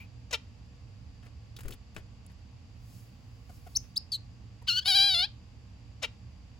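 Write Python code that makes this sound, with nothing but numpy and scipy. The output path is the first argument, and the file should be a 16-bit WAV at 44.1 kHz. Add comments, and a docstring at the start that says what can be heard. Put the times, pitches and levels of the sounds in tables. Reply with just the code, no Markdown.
"""A pet zebra finch on a plastic box, left of a stereo microphone in a quiet room with a low hum.
It gives a short nasal 'tet', hops with a flutter of wings, chirps twice and squeaks, then utters one
loud two-part nasal call and a last 'tet'. Its voice is syrinx pulses and turbulent air ringing in
throat and beak; feathers, wingbeats and claws on the plastic make short bursts of noise."""
import sys
import numpy as np
from scipy import signal
from scipy.fft import rfft, irfft, next_fast_len
from scipy.io import wavfile

SR = 44100
rng = np.random.default_rng(int(sys.argv[2]) if len(sys.argv) > 2 else 0)


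def put_to_file(sound):
    """Save the sound as 16-bit audio at rate SR, in the file named by the first command-line argument."""
    columns = np.atleast_2d(sound).T  # one column per channel
    safe = np.clip(columns, -1, 1)
    whole_steps = np.round(safe * 32767)
    wavfile.write(sys.argv[1], SR, whole_steps.astype(np.int16))


N = 290619
TIME = np.arange(N) / SR
FFT_SIZE = 2 * next_fast_len(N // 2 + SR // 20)
BIN_HZ = np.fft.rfftfreq(FFT_SIZE, 1 / SR)
CUTOFF_HZ = 16000


def from_db(db):
    return 10 ** (np.asarray(db) / 20)


def rms_one(x):
    return x / np.sqrt(np.mean(x ** 2) + 1e-20)


def at_hz(points, hz, column=1):
    """Read a column of a spectrum on a log-frequency axis."""
    points = np.array(points)
    return np.interp(np.log(hz + 1e-3), np.log(points[:, 0]), points[:, column])


def drift(rate_hz, size):
    """Smooth random wander of spread 1."""
    hz = np.fft.rfftfreq(size, 1 / SR)
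    return rms_one(irfft(rfft(rng.standard_normal(size)) / (1 + (hz / rate_hz) ** 2), size))


def colour(x, spectrum):
    """Causal (minimum-phase) filter with the given spectrum."""
    size = 2 * next_fast_len(x.shape[-1] // 2 + SR // 20)
    gain = from_db(at_hz(spectrum, np.fft.rfftfreq(size, 1 / SR)))
    cepstrum = irfft(np.log(gain))
    cepstrum[1:size // 2] *= 2
    cepstrum[size // 2 + 1:] = 0
    return irfft(rfft(x, size) * np.exp(rfft(cepstrum)))[..., :x.shape[-1]]


def stereo_noise(spectrum, width):
    """Steady noise, shared by both channels apart from a side part."""
    mid, side = colour(rng.standard_normal((2, N)), spectrum)
    return rms_one(mid) + width * rms_one(side) * np.array([[1], [-1]])


# Rumble and hiss of the room at rest: freq_hz, gain_db
ROOM_RUMBLE = [(15, -38), (30, -21), (44, -5.5), (68, 1), (95, -2.5), (120, -1.5), (140, -13), (160, -16.5),
               (182, -9.5), (208, -18), (235, -13), (280, -19.5), (400, -34.5), (1500, -90.5)]
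ROOM_HISS = [(300, -5.5), (450, 1.5), (800, 0.5), (1400, -6.5), (2350, -5.5), (2650, -2.5), (3200, -7.5),
             (4200, -10), (4750, -0.5), (5200, -9.5), (7300, -14), (9000, -24.5), (12000, -27.5),
             (16000, -42)]
# Hum and faint motor tones in the room: pitch_hz, level_db
HUM_TONES = [(116, -55.5), (475, -77), (820, -81), (1060, -84), (1140, -81)]

def room_tone(rumble_db=-50, hiss_db=-66.8):
    """Low rumble and a wavering hum, a little right of the microphone, under a faint hiss."""
    hum = np.zeros(N)
    for pitch_hz, level_db in HUM_TONES:
        phase = 2 * np.pi * np.cumsum(pitch_hz + 3 * drift(6, N)) / SR
        hum += np.sin(phase) * from_db(level_db + 2.3 * drift(5.4, N))
    low = from_db(rumble_db) * stereo_noise(ROOM_RUMBLE, width=.249) + hum
    hiss = from_db(hiss_db) * stereo_noise(ROOM_HISS, width=.84)
    return low * from_db([[-1.7], [1.5]]) + hiss


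def glide(start_s, length_s, first_hz, last_hz, level_db, attack_s, release_s, bend=1, edge_db=20):
    """Gesture of a short note that slides, swells and sinks: time_s, pitch_hz, level_db."""
    age = np.arange(0, length_s, 1 / 4000)
    remaining = length_s - age
    pitch = last_hz + (first_hz - last_hz) * (remaining / length_s) ** bend
    edges = np.clip(1 - age / attack_s, 0, 1) ** 2 + np.clip(1 - remaining / release_s, 0, 1) ** 2
    return np.column_stack([start_s + age, pitch, level_db - edge_db * edges])


# Turbulent air in the voice: freq_hz, gain_db
BREATH = [(500, -4), (3000, -2.5), (6000, 4.5), (10000, 8.5), (16000, 6.5)]
# The beak held still: time_s, mouth_hz, resonance_db, treble_db
BEAK_AT_REST = [(0, 3200, -1, 6.5)]

def syrinx(gesture, throat, rough, jitter, gain_db=0, gape=BEAK_AT_REST):
    """Syrinx pulses, each with a spurt of turbulence, ring in throat and beak."""
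    times, pitch_hz, level_db = np.transpose(gesture)
    fade_s = .004
    span = (TIME > times.min() - fade_s) & (TIME < times.max() + fade_s)
    t = TIME[span]
    pitch = np.interp(t, times, pitch_hz) * (1 + jitter * drift(460, len(t)))
    phase = 2 * np.pi * np.cumsum(pitch) / SR
    harmonic = np.arange(1, int(CUTOFF_HZ / pitch.min()) + 1)[:, None]
    gape_s, *columns = np.transpose(gape)
    mouth_hz, resonance_db, treble_db = (np.interp(t, gape_s, column) for column in columns)
    mouth = from_db(resonance_db * np.exp(-(np.log2(harmonic * pitch / mouth_hz) / .26) ** 2))
    partials = mouth * np.cos(harmonic * phase) * (harmonic * pitch < CUTOFF_HZ)
    pulses = rms_one(partials.sum(axis=0))
    spurts = rms_one(colour(rng.standard_normal(len(t)) * (1 + np.cos(phase)), BREATH))
    voice = colour(pulses + rough * spurts, throat)
    treble = signal.sosfiltfilt(signal.butter(3, 5500, "high", fs=SR, output="sos"), voice)
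    voice += (from_db(treble_db) - 1) * treble
    # loudness follows the air pressure, wherever the harmonics fall
    power = signal.convolve(voice ** 2, np.hanning(SR // 150), "same") / (SR // 300)
    pressure = from_db(gain_db + np.interp(t, times, level_db))
    fade = np.clip(np.minimum(t - t[0], t[-1] - t) / fade_s, 0, 1) ** 2
    out = np.zeros(N)
    out[span] = voice / np.sqrt(np.abs(power) + 1e-12) * pressure * fade
    return out


# A faint note from the perch: start_s, length_s, first_hz, last_hz, level_db
FAINT_NOTE = (0, .06, 2290, 2480, -49)
# Its throat colour: freq_hz, gain_db
FAINT_COLOUR = [(800, -14), (1700, -9), (2400, 1), (3200, -9), (4700, -28), (8000, -40), (16000, -36)]

def thin_note():
    """A thin rising note, more breath than tone."""
    gesture = glide(*FAINT_NOTE, attack_s=.001, release_s=.065, bend=2.5)
    return syrinx(gesture, FAINT_COLOUR, rough=2.5, jitter=.04)


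def near_walls(x, level_db, t60_s=.022):
    """The hard walls of the box, close to the bird, scatter its voice back within milliseconds."""
    t = TIME[:SR // 40]
    scatter = rng.standard_normal(len(t)) * from_db(-60 * t / t60_s) * (t > .0005)
    response = (t == 0) + from_db(level_db) * scatter / np.linalg.norm(scatter)
    return signal.fftconvolve(x, response / np.linalg.norm(response))[:N]


# 'Tet' calls at the box: start_s, length_s, first_hz, last_hz, level_db, attack_s, widest_s, open_s
TET_NOTES = [(.308, .022, 680, 520, -42.5, .003, .005, .008),
             (.3255, .0375, 545, 445, -28.6, .007, .004, .011),
             (6.0205, .042, 760, 440, -30.3, .018, .009, .005)]
# Their throat colour: freq_hz, gain_db
TET_COLOUR = [(440, -11), (620, -4.5), (850, -2.5), (1300, -6.5), (2400, -1), (3100, -2), (4200, -8),
              (5200, -8), (6300, -12.5), (7500, -17.5), (9000, -14.5), (10500, -24.5), (13000, -29),
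              (15500, -27)]
BEAK_NARROW, BEAK_WIDE = (3200, 6.5, -6), (6800, 8, 2)   # mouth_hz, resonance_db, treble_db

def tets(second_ratio=1.32, second_db=-7):
    """Both sides of the syrinx pulse unevenly, one faster and weaker, as the beak flicks open."""
    out = np.zeros(N)
    for *note, widest_s, open_s in TET_NOTES:
        first_side = glide(*note, release_s=.018, bend=3)
        second_side = first_side * [1, second_ratio, 1] + [0, 0, second_db]
        t = first_side[:, 0]
        wide = np.exp(-((t - t[0] - widest_s) / open_s) ** 2)
        gape = np.column_stack([t, np.outer(wide, BEAK_WIDE) + np.outer(1 - wide, BEAK_NARROW)])
        for side in (first_side, second_side):
            out += syrinx(side, TET_COLOUR, rough=.28, jitter=.035, gape=gape)
    return near_walls(out, level_db=-4)


def bursts(events, spectrum, rise_s, grain_db):
    """Brief grainy bursts of friction or air, dying away in one shared colour."""
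    envelope = np.zeros(N)
    for start_s, level_db, decay_s in events:
        age = np.clip(TIME - start_s, 0, 1)
        envelope += from_db(level_db - 60 * age / (decay_s + rise_s)) * (1 - np.exp(-age / rise_s))
    grains = rng.standard_normal(N) * from_db(grain_db * drift(700, N))
    return colour(grains * envelope, spectrum) / np.std(colour(grains, spectrum))


# Feet landing on the box: start_s, level_db, decay_s
FOOTFALLS = [(1.226, -57, .16), (1.26, -55.5, .11), (1.588, -47.5, .058), (1.65, -51, .1),
             (1.9635, -37.5, .045), (1.977, -51.5, .15), (2.297, -58, .097), (3.668, -57, .05),
             (3.84, -55, .05)]
# Colour of the plastic: freq_hz, gain_db
BOX_COLOUR = [(150, 0.5), (320, 5), (550, 3), (900, 0), (1600, 5), (2600, 1.5), (4200, -10), (6500, -12.5),
              (9000, -14), (16000, -30)]
# Claw tips on the box: start_s, level_db, ring_hz, decay_s
CLAW_TAPS = [(1.565, -47, 4000, .06), (1.723, -44.5, 3080, .06), (1.9638, -47, 2630, .06),
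             (2.264, -49.5, 9000, .016)]

def claws():
    """Claws strike the plastic; each tap of a tip is a scratch ringing in one broad resonance."""
    out = bursts(FOOTFALLS, BOX_COLOUR, rise_s=.001, grain_db=3)
    for start_s, level_db, ring_hz, decay_s in CLAW_TAPS:
        age = np.clip(TIME - start_s, 0, 1)
        scratch = rng.standard_normal(N) * (age > 0) * from_db(level_db - 60 * age / decay_s)
        b, a = signal.iirpeak(ring_hz, Q=3, fs=SR)
        out += signal.lfilter(b, a, scratch) / np.sqrt(b[0])
    return out


# Feather flicks and puffs of air over the box: start_s, level_db
FEATHER_FLICKS = [(1.25, -62), (1.563, -47), (1.587, -43.5), (1.605, -43), (1.632, -47.5), (1.655, -49),
                  (1.68, -38.5), (1.706, -39), (1.732, -42.5), (1.945, -53), (1.979, -53), (2.315, -60)]
WING_PUFFS = [(1.648, -34), (1.69, -33), (1.958, -34.5)]
# Their colours: freq_hz, gain_db
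FLICK_COLOUR = [(300, 8), (600, -8), (1500, 4), (3000, -2.5), (6000, -6), (8500, -2.5), (12000, -5),
                (16000, -3.5)]
PUFF_COLOUR = [(25, 6), (48, 3.5), (90, -3.5), (200, -14.5), (430, -11), (700, -24.5), (3000, -74)]

def wings(flick_decay_s=.047, puff_decay_s=.14):
    """Wing and tail feathers flick, and the wingbeats push low puffs of air."""
    flicks = [(*row, flick_decay_s) for row in FEATHER_FLICKS]
    puffs = [(*row, puff_decay_s) for row in WING_PUFFS]
    feathers = bursts(flicks, FLICK_COLOUR, rise_s=.0023, grain_db=1.5)
    return feathers + bursts(puffs, PUFF_COLOUR, rise_s=.008, grain_db=0)


# Rustles, barely audible at the microphone: peak_s, half_length_s, level_db
RUSTLE_SWELLS = [(2.96, .11, -63.5), (3.55, .05, -68), (3.74, .12, -68), (3.5, .55, -78)]
# Their colour: freq_hz, gain_db
RUSTLE_COLOUR = [(2000, -17.5), (5000, 0.5), (7500, -1.5), (11000, -2), (16000, -2.5)]

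def rustle():
    """The plumage rustles in soft swells."""
    swells = sum(from_db(level_db) * np.exp(-((TIME - peak_s) / half_s) ** 2)
                 for peak_s, half_s, level_db in RUSTLE_SWELLS)
    return swells * rms_one(colour(rng.standard_normal(N), RUSTLE_COLOUR))


# Soft notes from the perch: start_s, length_s, first_hz, last_hz, level_db
MUTTER_NOTES = [(3.49, .024, 800, 620, -53), (3.662, .022, 740, 690, -49), (4.616, .018, 1010, 880, -54)]
# Colour of the closed beak: freq_hz, gain_db
MUTTER_COLOUR = [(400, 5), (720, -1.5), (1400, -10.5), (2800, -19.5), (5000, -29.5), (16000, -41)]

def mutters():
    """Breathy falling notes, muffled by the closed beak."""
    gestures = [glide(*row, attack_s=.009, release_s=.009) for row in MUTTER_NOTES]
    return sum(syrinx(gesture, MUTTER_COLOUR, rough=1.2, jitter=.04) for gesture in gestures)


def warbled(gesture, share, rate_hz=125, db_per_share=50):
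    """High notes tremble by a share of their pitch, growing louder as they go up."""
    t, pitch, level = gesture.T
    swing = share * np.sin(2 * np.pi * rate_hz * (t - t[0]))
    return np.column_stack([t, pitch * (1 + swing), level + db_per_share * swing])


# Chirps, clear above the room: start_s, length_s, first_hz, last_hz, level_db, warble_share
CHIRP_NOTES = [(3.7525, .024, 3850, 6300, -23.5, .055), (3.961, .0205, 3350, 5300, -24.7, .02)]
# Their throat colour: freq_hz, gain_db
CHIRP_COLOUR = [(1500, -18), (2800, -8), (4000, -3), (6300, -2.5), (7500, -21), (10500, -22), (13000, -29),
                (16000, -31)]

def chirps():
    """The syrinx sweeps upward in near-pure, trembling tones."""
    rises = [warbled(glide(*note, attack_s=.015, release_s=.0025, bend=1.4), share)
             for *note, share in CHIRP_NOTES]
    return sum(syrinx(rise, CHIRP_COLOUR, rough=.11, jitter=.014) for rise in rises)


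# A squeak from the perch: start_s, length_s, first_hz, last_hz, level_db
SQUEAK_NOTE = (4.1185, .05, 4680, 3850, -31)
# Its throat colour: freq_hz, gain_db
SQUEAK_COLOUR = [(1500, -32), (2900, -7), (3900, 0.5), (4800, -8.5), (5600, -15.5), (6700, -13.5),
                 (8700, -26.5), (11000, -25.5), (15000, -39)]

def squeak():
    """A falling squeak from both sides of the syrinx, the weaker a fourth lower."""
    fall = warbled(glide(*SQUEAK_NOTE, attack_s=.002, release_s=.02), share=.04)
    upper = syrinx(fall, SQUEAK_COLOUR, rough=.26, jitter=.02, gain_db=.3)
    lower = syrinx(fall * [1, 3 / 4, 1], SQUEAK_COLOUR, rough=.15, jitter=.018, gain_db=-21)
    return upper + lower


def sustained(pitch_curve, level_curve, catches, scoop, end_bend, release_s, attack_s=.012):
    """Gesture of a long note: it scoops up, flutters, jumps where it catches and bends as it stops."""
    start_s, end_s = pitch_curve[0][0], pitch_curve[-1][0]
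    t = TIME[(TIME > start_s - attack_s) & (TIME < end_s + release_s)]
    before = np.clip((start_s - t) / attack_s, 0, 1)
    after = np.clip((t - end_s) / release_s, 0, 1)
    flutter = drift(rate_hz=80, size=SR)[:len(t)]
    catch = sum((t > catch_s) * np.exp(-np.abs(t - catch_s) / .012) for catch_s, _, _ in catches)
    pitch_hz = np.interp(t, *np.transpose(pitch_curve)) * scoop ** before * end_bend ** after
    pitch_hz *= 1 + .005 * flutter + .01 * catch
    level_db = np.interp(t, *np.transpose(level_curve)) - 20 * (before + after)
    return np.column_stack([t, pitch_hz, level_db + .8 * flutter + 3 * catch])


# Melody of the loud call's high and low parts: time_s, pitch_hz
HIGH_PITCH = [(4.683, 1543), (4.689, 1530), (4.709, 1362), (4.743, 1470), (4.765, 1429), (4.787, 1532),
              (4.797, 1471)]
LOW_PITCH = [(4.86, 739), (4.874, 754), (4.884, 812), (4.902, 801), (4.926, 741), (4.934, 743),
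             (4.964, 818), (4.972, 786), (4.986, 771), (5.022, 802), (5.03, 787), (5.04, 814), (5.056, 793),
             (5.078, 820), (5.086, 793), (5.122, 751), (5.136, 760), (5.148, 691), (5.154, 680),
             (5.204, 720), (5.21, 707), (5.246, 806)]
# Their loudness at the perch: time_s, level_db
HIGH_LEVEL = [(4.683, -30), (4.689, -24), (4.745, -31), (4.795, -26), (4.797, -29)]
LOW_LEVEL = [(4.86, -30), (4.895, -21.5), (4.935, -24), (4.96, -21.5), (5.015, -19.5), (5.125, -25.5),
             (5.246, -27)]
# Their throat colours: freq_hz, gain_db
HIGH_COLOUR = [(1450, -13.5), (2900, -1), (4350, 3), (5800, -15.5), (7300, -26.5), (8700, -26),
               (11600, -37.5), (13200, -45), (15300, -28)]
LOW_COLOUR = [(750, -15), (1550, -12.5), (2300, -10.5), (3100, -3.8), (3850, 0), (4600, 0.5), (5400, -9.5),
              (6200, -24.5), (7000, -22), (8500, -30), (10400, -15), (12000, -33), (13600, -40),
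              (15500, -27)]
# A soft rising note between them: start_s, length_s, first_hz, last_hz, level_db
LINK_NOTE = (4.806, .033, 1450, 1750, -47.5)
# The beak slowly closing: time_s, mouth_hz, resonance_db, treble_db
CLOSING_BEAK = [(4.8, 4300, -3, 1), (4.86, 3700, 0.5, 1), (5.08, 4100, 4.5, -5.5), (5.16, 3600, 6.5, -1.5),
                (5.25, 3700, -0.5, -16.5)]
# Catches in the voice: start_s, level_db, decay_s
CATCHES = [(4.674, -34, 0.051), (4.856, -30, 0.084), (4.878, -27.5, 0.047), (4.945, -37, 0.036),
           (5.14, -33, 0.065), (5.19, -32, 0.062)]

def loud_call():
    """A nasal call, rich in harmonics, opens high, drops an octave and rasps where the voice catches."""
    high = sustained(HIGH_PITCH, HIGH_LEVEL, CATCHES, scoop=.6, end_bend=.9, release_s=.007)
    link = glide(*LINK_NOTE, attack_s=.006, release_s=.004)
    low = sustained(LOW_PITCH, LOW_LEVEL, CATCHES, scoop=.97, end_bend=1.16, release_s=.018)
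    voice = syrinx(high, HIGH_COLOUR, rough=.35, jitter=.018, gain_db=.3, gape=CLOSING_BEAK)
    voice += syrinx(link, HIGH_COLOUR, rough=.6, jitter=.025, gape=CLOSING_BEAK)
    voice += syrinx(low, LOW_COLOUR, rough=.1, jitter=.009, gape=CLOSING_BEAK)
    rasp = bursts(CATCHES, LOW_COLOUR, rise_s=.0018, grain_db=5)
    return near_walls(voice + rasp, level_db=-17)


# Direct path from perch to microphone: freq_hz, left_over_right_db, left_lead_rad
MIC_PATH = [(301, 10.5, 0.69), (550, 6.5, 0.038), (850, 12, 0.049), (1500, 6.5, 1.9), (2160, 5.5, 1.47),
            (2380, 11, 1.1), (2900, 4.5, 0.39), (3700, 1, 0.4), (4900, 6, 0.39), (5700, 10.5, 1.3),
            (7000, -3.5, 0)]

def at_microphone(x, level_share):
    """At most frequencies the left capsule hears the bird louder and earlier."""
    half_db = level_share * at_hz(MIC_PATH, BIN_HZ) / 2
    left = from_db(half_db) * np.exp(.5j * at_hz(MIC_PATH, BIN_HZ, column=2))
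    pair = np.array([left, 1 / left])
    pair /= np.sqrt(np.mean(np.abs(pair) ** 2, axis=0))
    return irfft(rfft(x, FFT_SIZE) * pair)[:, :N]


def room_reverb(x, t60_s=.25, tail_db=-19.5, echo_s=.033, echo_db=-31):
    """A soft diffuse tail, dulled by the furnishings, and one echo off a wall."""
    t = TIME[:SR // 2]
    tail = rng.standard_normal((2, len(t))) * from_db(-60 * t / t60_s) * (1 - np.exp(-t / .003))
    response = from_db(tail_db) * tail / np.sqrt(np.sum(tail ** 2) / 2)
    response[:, int(echo_s * SR)] += from_db(echo_db)
    response = signal.sosfilt(signal.butter(2, 7000, fs=SR, output="sos"), response)
    return signal.fftconvolve(x[None], response, axes=1)[:, :N]


def scene():
    """The finch, near enough to outweigh its reverberation, over the room tone."""
    calls = tets() + loud_call()
    small_notes = thin_note() + mutters() + chirps() + squeak()
    moves = claws() + wings() + rustle()
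    direct = at_microphone(calls, 1) + at_microphone(small_notes, .54) + at_microphone(moves, .84)
    return direct + room_reverb(calls + small_notes + moves) + room_tone()


def record(dry):
    """In the high treble both channels carry one signal, later on the left; the top is cut."""
    shared_from_hz, lag_s = 6900, .000232
    left, right = rfft(dry, FFT_SIZE)
    delayed = right * np.exp(-2j * np.pi * (BIN_HZ - shared_from_hz) * lag_s)
    left = np.where(BIN_HZ > shared_from_hz, delayed, left)
    low_pass = 1 / np.sqrt(1 + (BIN_HZ / CUTOFF_HZ) ** 300)
    return irfft(np.array([left, right]) * low_pass)[:, :N]


dry = scene()
out = record(dry)
put_to_file(out)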